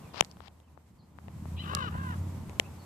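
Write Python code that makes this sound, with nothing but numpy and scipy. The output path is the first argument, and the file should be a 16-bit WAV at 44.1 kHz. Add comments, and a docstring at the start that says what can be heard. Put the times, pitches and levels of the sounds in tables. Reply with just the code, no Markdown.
"""An open field: low rumble, outdoor air and a soft hiss, with faint bird-like chirps in the distance.
In the first half second, dry snaps and two gritty scuffs sound right by the microphone; sparser snaps
follow. A far engine throbs, its firings ringing the exhaust, and swells from about 1.3 s. At 1.56 s a
prairie dog gives a high yip, then two fluttering cries: buzz and breath shaped by its throat.
The engine falls back, and one last sharp snap lands at 2.6 s."""
import sys
import numpy as np
from scipy import signal
from scipy.fft import rfft, irfft
from scipy.io import wavfile
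from scipy.ndimage import uniform_filter1d

SR = 44100
rng = np.random.default_rng(int(sys.argv[2]) if len(sys.argv) > 2 else 0)


def persist_wave(psi):
    """Save psi, clipped to +-1, as 16-bit WAV."""
    counts = np.round(np.clip(psi, -1, 1) * 32767).astype(np.int16)
    wavfile.write(sys.argv[1], SR, np.atleast_2d(counts).T)


N = 125685


def amp(db):
    """Decibels to gain."""
    return 10 ** (np.asarray(db) / 20)


def unit(x):
    """Scales to rms 1."""
    return x / np.sqrt(np.mean(x ** 2) + 1e-20)


def curve(table, t):
    """Automation: each column after the first, read at the times t."""
    times, *columns = np.transpose(table)
    return [np.interp(t, times, column) for column in columns]


def colour(x, table, column=1):
    """EQ by one gain column of a spectrum table."""
    columns, hz = np.transpose(table), np.fft.rfftfreq(x.shape[-1], 1 / SR)
    gain_db = np.interp(np.log(hz + 1), np.log(columns[0]), columns[column])
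    return irfft(rfft(x) * amp(gain_db), x.shape[-1])


def pan(db):
    """Stereo gains for a level difference; positive leans left."""
    return amp(np.array([[db], [-db]]) / 2)


def add(mix, start_s, sound):
    """Mixes a sound in at start_s."""
    part = mix[:, max(round(start_s * SR), 0):][:, :sound.shape[-1]]
    part += sound[..., :part.shape[1]]


def wander(count, size):
    """Random drift of rms 1, smoothed over size samples."""
    return unit(uniform_filter1d(uniform_filter1d(rng.standard_normal(count), size), size))


def field_echo(x, wet_db, t60_s=0.17):
    """Thin scattered echoes from the ground and trees."""
    t = np.arange(SR // 2) / SR
    taps = rng.standard_normal((2, len(t))) * (rng.random((2, len(t))) < .05)
    taps *= amp(-60 * t / t60_s) * (t > .003)
    taps /= np.linalg.norm(taps, axis=1, keepdims=True)
    echoes = signal.fftconvolve(x, taps, axes=1)[:, :N]
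    return (x + amp(wet_db) * echoes) / np.hypot(1, amp(wet_db))


def wash(spectrum, level_db, correlation, drift_db):
    """Coloured noise, partly shared by both sides, with a drifting level."""
    left, spread = rng.standard_normal((2, N))
    right = correlation * left + np.sqrt(1 - correlation ** 2) * spread
    noise = unit(colour(np.array([left, right]), spectrum))
    return noise * amp(level_db + drift_db * wander(N, size=1500))


def background():
    """The bed: low rumble near the centre, distant outdoor air and a fine, wide hiss."""
    # fader moves: time_s, rumble_db, air_db, hiss_db
    levels = [(0, -46.5, -55, -61.5), (.2, -59, -59, -65), (.4, -58, -62.5, -68.5), (.65, -63, -69, -74.5),
              (1.05, -61, -68, -74), (1.35, -49.5, -59.5, -65), (1.7, -44, -53.5, -62),
              (2.2, -43.5, -52.5, -59.5), (2.55, -44, -54, -60), (2.85, -52.5, -56, -62.5)]
    # EQ of each layer: frequency_hz, gain_db
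    rumble_eq = [(20, -15.5), (45, -9.5), (80, 7), (130, -2.5), (200, 0.5), (300, -10.5), (500, -31),
                 (1000, -57)]
    air_eq = [(100, -24), (280, 2), (450, -1.5), (700, -3), (1000, -1.5), (1400, -11.5), (2000, -21),
              (3000, -21.5), (5000, -32), (10000, -56.5)]
    hiss_eq = [(500, -9.5), (2000, 5), (3000, -1.5), (5000, -2), (6800, -1.5), (7900, 0.5), (9000, -4),
               (12000, -4), (14500, -2.5), (14900, -26.5), (16000, -33.5)]
    rumble_db, air_db, hiss_db = curve(levels, np.arange(N) / SR)
    rumble = wash(rumble_eq, rumble_db, correlation=0.94, drift_db=2.0)
    air = wash(air_eq, air_db, correlation=.55, drift_db=0.9)
    hiss = wash(hiss_eq, hiss_db, correlation=0.033, drift_db=1.5)
    return rumble + air + hiss * pan(-.8)


def far_chirps(waver=.03):
    """Thin wavering whistles from far away, each gliding through three pitches."""
    # whistles: start_s, length_s, start_hz, middle_hz, end_hz, level_db
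    chirps = [(0.013, 0.094, 2950, 2510, 2350, -67.5), (0.097, 0.038, 3650, 3400, 2800, -67.5),
              (0.294, 0.029, 4480, 4460, 4480, -67), (0.628, 0.03, 2600, 3050, 2980, -77.5),
              (.672, 0.02, 2750, 2660, 2400, -76.5), (0.982, 0.041, 4700, 4350, 3915, -70.5),
              (1.0, 0.066, 4400, 4790, 4830, -82), (1.005, 0.0502, 3900, 4226, 4210, -77),
              (1.283, .045, 2450, 2220, 1940, -77.5), (2.636, 0.038, 2400, 2640, 2640, -60),
              (2.786, 0.056, 4350, 4450, 4300, -65)]
    out = np.zeros((2, N))
    for start_s, length_s, *pitches_hz, level_db in chirps:
        progress = np.linspace(0, 1, round(length_s * SR))
        glide_hz = np.polyval(np.polyfit([0, .5, 1], pitches_hz, 2), progress)
        pitch_hz = glide_hz * (1 + waver * wander(len(progress), size=50))
        arch = np.sqrt(2 * abs(np.sin(np.pi * progress)))
        add(out, start_s, amp(level_db) * arch * np.sin(2 * np.pi * np.cumsum(pitch_hz) / SR))
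    return out


def far_engine(uneven_db=1):
    """Uneven firings ring the exhaust over a clean hum at the firing rate."""
    # engine speed: time_s, firing_hz
    speed = [(0, 80), (.5, 78.3), (.8, 78.8), (1.35, 82.3), (1.65, 84.3), (1.95, 87.5), (2.25, 89.9),
             (2.55, 89.7), (2.85, 88)]
    # fader moves: time_s, hum_db, throb_db
    levels = [(0, -92, -54), (.2, -65, -53.5), (.4, -61, -62), (.65, -58.5, -68.5), (1.1, -58.5, -63.5),
              (1.3, -58, -50.5), (1.48, -43.5, -42.5), (1.8, -44, -41.5), (2.0, -41.5, -40),
              (2.2, -37.5, -41), (2.4, -42, -46), (2.6, -51.5, -62.5), (2.85, -52.5, -52.5)]
    # firings in one engine cycle: place (0-1), strength_db
    cylinders = [(.08, -22.5), (0.297, 3.5), (.48, -12), (0.721, 3.5), (.9, -13)]
    # exhaust resonances: frequency_hz, decay_s, gain_db
    pipe_modes = [(112, 0.007, -8), (159, 0.0058, 0.5), (197, 0.0025, -18), (300, 0.012, -20)]
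    # EQ of the throb: frequency_hz, gain_db
    throb_eq = [(20, -29.5), (55, -6.5), (100, 7), (230, 6), (400, -0.5), (900, -31.5)]
    t = np.arange(N) / SR
    firings = np.cumsum(curve(speed, t)[0]) / SR
    pulses = np.zeros(N)
    for place, strength_db in cylinders:
        hits = np.flatnonzero(np.diff(np.floor(firings / len(cylinders) - place)))
        pulses[hits] += amp(strength_db + uneven_db * rng.standard_normal(100)[:len(hits)])
    age = t[:SR // 10]
    pipe = -sum(amp(db) * np.exp(-age / decay_s) * np.sin(2 * np.pi * hz * age)
                for hz, decay_s, db in pipe_modes)
    throb = unit(colour(signal.fftconvolve(pulses, pipe)[:N], throb_eq))
    hum = unit(np.cos(2 * np.pi * firings))
    hum_db, throb_db = curve(levels, t)
    return amp(throb_db) * throb + amp(hum_db) * hum


def scuffs():
    """Short gritty rubs that swell and stop, close on the left."""
    # rubs: start_s, length_s, base_db, swell_db, pan_db
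    rubs = [(0.135, .068, -37.5, 9, 21.5), (0.411, 0.0762, -51, 13, 32.5)]
    # EQ of the grit: frequency_hz, gain_db
    grit_eq = [(150, -8.5), (500, -4), (950, 2.5), (1600, -3.5), (3000, -6), (5000, -6.5), (7500, -25.5),
               (11000, -40.5), (15000, -47.5)]
    out = np.zeros((2, N))
    for start_s, length_s, base_db, swell_db, pan_db in rubs:
        progress = np.linspace(0, 1, round(length_s * SR))
        grains = rng.standard_normal((2, len(progress))) * amp(2.8 * wander(len(progress), size=45))
        fade = np.clip(np.minimum(progress, 1 - progress) / 0.034, 0, 1)
        level_db = base_db + swell_db * (progress - 2)  # tops out swell_db below the base
        add(out, start_s, unit(colour(grains, grit_eq)) * fade * amp(level_db) * pan(pan_db))
    return out


def ring(hz, rise_s, delay_s):
    """One contact: a tone that peaks at rise_s and dies, free of DC, with a delay for each side."""
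    age = np.maximum(np.arange(SR // 40) / SR - delay_s, 0)
    envelope = age / rise_s * np.exp(1 - age / rise_s)
    wave = np.sin(2 * np.pi * hz * age)
    return envelope * (wave - np.average(wave, axis=1, weights=envelope + 1e-12)[:, None])


def snaps(rebound_gain=0.43):
    """Dry double contacts: a soft thud, a dull knock, a crack and a bright tick, gone in milliseconds."""
    # contacts: start_s, knock_hz, crack_hz, thud_db, knock_db, crack_db, tick_db,
    # body_pan_db, crack_pan_db, tick_pan_db, rebound_s, left_lag_s
    contacts = [(.1405, 860, 2700, -57, -35, -50, -59, 21, 14, 8, .0003, 0.0033),
                (0.179, 1000, 2300, -55, -41, -47, -42, 9, 10, 12, 0.00022, -0.037),
                (0.2076, 951, 2810, -30, -10.5, -6.5, -4.5, 21, 18, 15, .00033, 0.0013),
                (0.2228, 620, 2160, -68, -37, -33.5, -60, 24, 15.5, -1, 0.00061, 0.0022),
                (0.2478, 905, 4460, -63, -46, -33, -34.5, 13, -10, -14.5, 0.00014, 0.0049),
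                (0.3136, 600, 5000, -70, -68, -43.5, -53, 1, 19, 9, 0.00035, -0.01),
                (0.37, 1020, 2200, -59, -44.5, -50, -70, 16, 10, 1, .0003, 0),
                (0.403, 990, 3030, -64, -38.5, -46, -64, 23, 14, 5, 0.00028, 0.0021),
                (0.4764, 600, 3870, -57, -47.5, -59, -57, 8, 13, 13.5, 0.00029, -0.0059),
                (0.4784, 882, 3176, -71.5, -48, -42.5, -47.5, 21.5, 17, 6.5, 0.00024, 0.0032),
                (.601, 601, 3500, -75, -53.5, -55.5, -54, 16.5, 7.5, 6, 0.00029, 0.00063),
                (0.7738, 805, 2000, -63.5, -43, -62, -67.5, 21, 7, 2.5, .0002, 0.0019),
                (1.186, 1140, 2130, -67.5, -39, -60.5, -61.5, 21, 10, 5.5, 0.00055, 0.001),
                (1.283, 700, 1900, -55.5, -36, -44, -66, 14.5, 22, 2, 0.0011, -0.0056),
                (1.456, 750, 1980, -67, -39, -55, -69, 20, 6, 0, .0003, 0),
                (1.732, 610, 2000, -48.5, -29, -44, -59, 12, 6, 8, .0003, 0.0034),
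                (1.7502, 1100, 4000, -63, -38, -37, -13.5, 11, 13, -14, 0.00024, .0002),
                (1.840, 816, 2200, -65, -30.5, -44, -56, 9, 12, 9, 0.00038, 0.0057),
                (1.947, 600, 2000, -40, -33.5, -54, -58, 15, 5, 1, 0.00023, 0.006),
                (2.496, 900, 2500, -73, -37.5, -42.5, -41, 4, 19, -10, 0.00047, 0),
                (2.5978, 616, 2760, -62, -21, -9, -11, 24.5, 14, -10.5, 0.000978, .0004)]
    out = np.zeros((2, N))
    for (start_s, knock_hz, crack_hz, thud_db, knock_db, crack_db, tick_db,
         body_pan_db, crack_pan_db, tick_pan_db, rebound_s, left_lag_s) in contacts:
        onset_s = np.maximum([[left_lag_s], [-left_lag_s]], 0)
        thud = amp(thud_db) * ring(hz=150, rise_s=0.0019, delay_s=onset_s)
        knock = amp(knock_db) * ring(knock_hz, rise_s=0.26 / knock_hz, delay_s=onset_s)
        snap = (thud + knock) * pan(body_pan_db)
        # only the bright parts strike again on the rebound
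        for delay_s, gain in ((onset_s, 1), (onset_s + rebound_s, rebound_gain)):
            crack = ring(crack_hz, rise_s=0.00016, delay_s=delay_s)
            tick = ring(hz=6300, rise_s=.00007, delay_s=delay_s)
            sparkle = amp(-9.5) * ring(hz=9170, rise_s=.00006, delay_s=delay_s)
            snap += gain * amp(crack_db) * pan(crack_pan_db) * crack
            snap += gain * amp(tick_db) * pan(tick_pan_db) * (tick + sparkle)
        add(out, start_s, snap)
    return out


def call(contour, throat, flutter_hz=54.42, pitch_swing=.055, jitter=0.016, fade_s=0.0068):
    """Vocal-fold buzz and puffs of breath, fluttering in pitch and strength, pass through the throat."""
    t = np.arange(contour[0][0], contour[-1][0], 1 / SR)
    pitch_hz, level_db, depth, roughness = curve(contour, t)
    flutter_rate = flutter_hz * (1 + .04 * wander(len(t), size=600))
    flutter = depth * np.sin(2 * np.pi * np.cumsum(flutter_rate) / SR)
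    bend = 1 + pitch_swing * flutter + jitter * wander(len(t), size=60)
    cycles = np.cumsum(pitch_hz * bend) / SR
    buzz = unit(sum(np.cos(2 * np.pi * k * cycles + k * k) for k in range(1, 15)))
    puffs = 0.54 + np.exp(-(cycles % 1) / 0.45)  # one per cycle of the folds
    breath = unit(puffs * rng.standard_normal(len(t)))
    fade = np.clip(np.minimum(t - t[0], t[-1] - t) / fade_s, 0, 1)
    source = ((1 - roughness) * buzz + 2.27 * roughness * breath) * unit(1 + flutter) * fade
    voice = unit(np.array([colour(source, throat, column=1), colour(source, throat, column=2)]))
    out = np.zeros((2, N))
    add(out, t[0], voice * fade * amp(level_db))
    return out


def prairie_dog(left_lag_s=0.00039):
    """A high yip runs into two lower, arching cries; they reach the left side a little later."""
    # voice contours: time_s, pitch_hz, level_db, flutter_depth (0-1), roughness (0-1)
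    yip = [(1.56, 753, -61, .3, 0.4), (1.578, 848, -52.5, 0.1, 0.54), (1.595, 969, -41, 0.07, 0.08),
           (1.612, 1039, -42, 0.2, 0), (1.63, 966, -51, 0.24, 0.4), (1.648, 828, -51, 0.5, .45),
           (1.668, 720, -68, 0.4, 0.6)]
    first_cry = [(1.62, 386.2, -63, 0.94, 1), (1.655, 429, -45, 0.6, 0.69), (1.70, 507.3, -36, 0.27, 0.28),
                 (1.745, 560.6, -36, 0.31, 0.43), (1.785, 537.4, -35.5, 0.55, 0.3),
                 (1.83, 499.4, -34, 0.32, 0.12), (1.862, 476.7, -39, 0.21, 0.063),
                 (1.888, 395, -39.5, 0.092, 0.21), (1.902, 376, -69, .2, 0.4)]
    second_cry = [(1.905, 409, -53, 0.98, 0.61), (1.94, 478.6, -45, 0.43, 0.33),
                  (1.985, 531, -43, 0.46, 0.44), (2.025, 547, -44.5, 0.34, 0.26),
                  (2.07, 503.4, -43.5, 0.36, .14), (2.112, 468, -43.5, 0.64, 0.06),
                  (2.143, 410, -44.5, 0.36, 0.099), (2.165, 400, -82, 0.24, 0.25)]
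    # throat colour of each call: frequency_hz, left_db, right_db
    yip_throat = [(800, -35, -61), (1910, -13.5, -25), (2420, 1, 0), (3050, 4, -4), (3500, 5.5, -8),
                  (3890, -21, 0), (5000, -23, -27), (8000, -55, -47)]
    first_throat = [(410, -11, -24.5), (760, -28.5, -15.5), (1166, 3, -13), (1674, -10.5, -12),
                    (2080, -22.5, -28), (2390, -23.5, -37), (2995, -7, -25), (3200, -26, -28),
                    (3860, -17.5, -29), (4170, -27, -35), (8000, -51, -40)]
    second_throat = [(400, -18, -25), (750, -33, -9), (1000, 3.5, 13), (1560, 11, 8), (2014, 0, -7),
                     (2280, -13, -27), (2800, 1.5, -25), (3380, -13, -21), (3720, -9, -29),
                     (4460, -25, -25), (8000, -45, -45)]
    left, right = call(yip, yip_throat) + call(first_cry, first_throat) + call(second_cry, second_throat)
    t = np.arange(N) / SR
    return np.array([np.interp(t - left_lag_s, t, left), right])


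def scene():
    """The animal and the chirps echo in the field; engine, close noises and bed stay dry."""
    animal = field_echo(prairie_dog(), wet_db=-12)
    chirps = field_echo(far_chirps(), wet_db=-2.5)
    return animal + chirps + far_engine() + snaps() + scuffs() + background()


def record(dry, cutoff_hz=15800):
    """The loudest snap clips; then come the microphone's colour and a steep low-pass."""
    # microphone response: frequency_hz, gain_db
    microphone_eq = [(20, -5), (45, -2), (70, 0), (1000, 0), (11000, 0), (14400, -2), (15100, -18),
                     (17000, -40)]
    heard = colour(np.clip(dry, -1, 1), microphone_eq)
    low_pass = signal.firwin(255, cutoff_hz, window=("kaiser", 9), fs=SR)
    return signal.oaconvolve(heard, low_pass[None], "same")


dry = scene()
out = record(dry)
persist_wave(out)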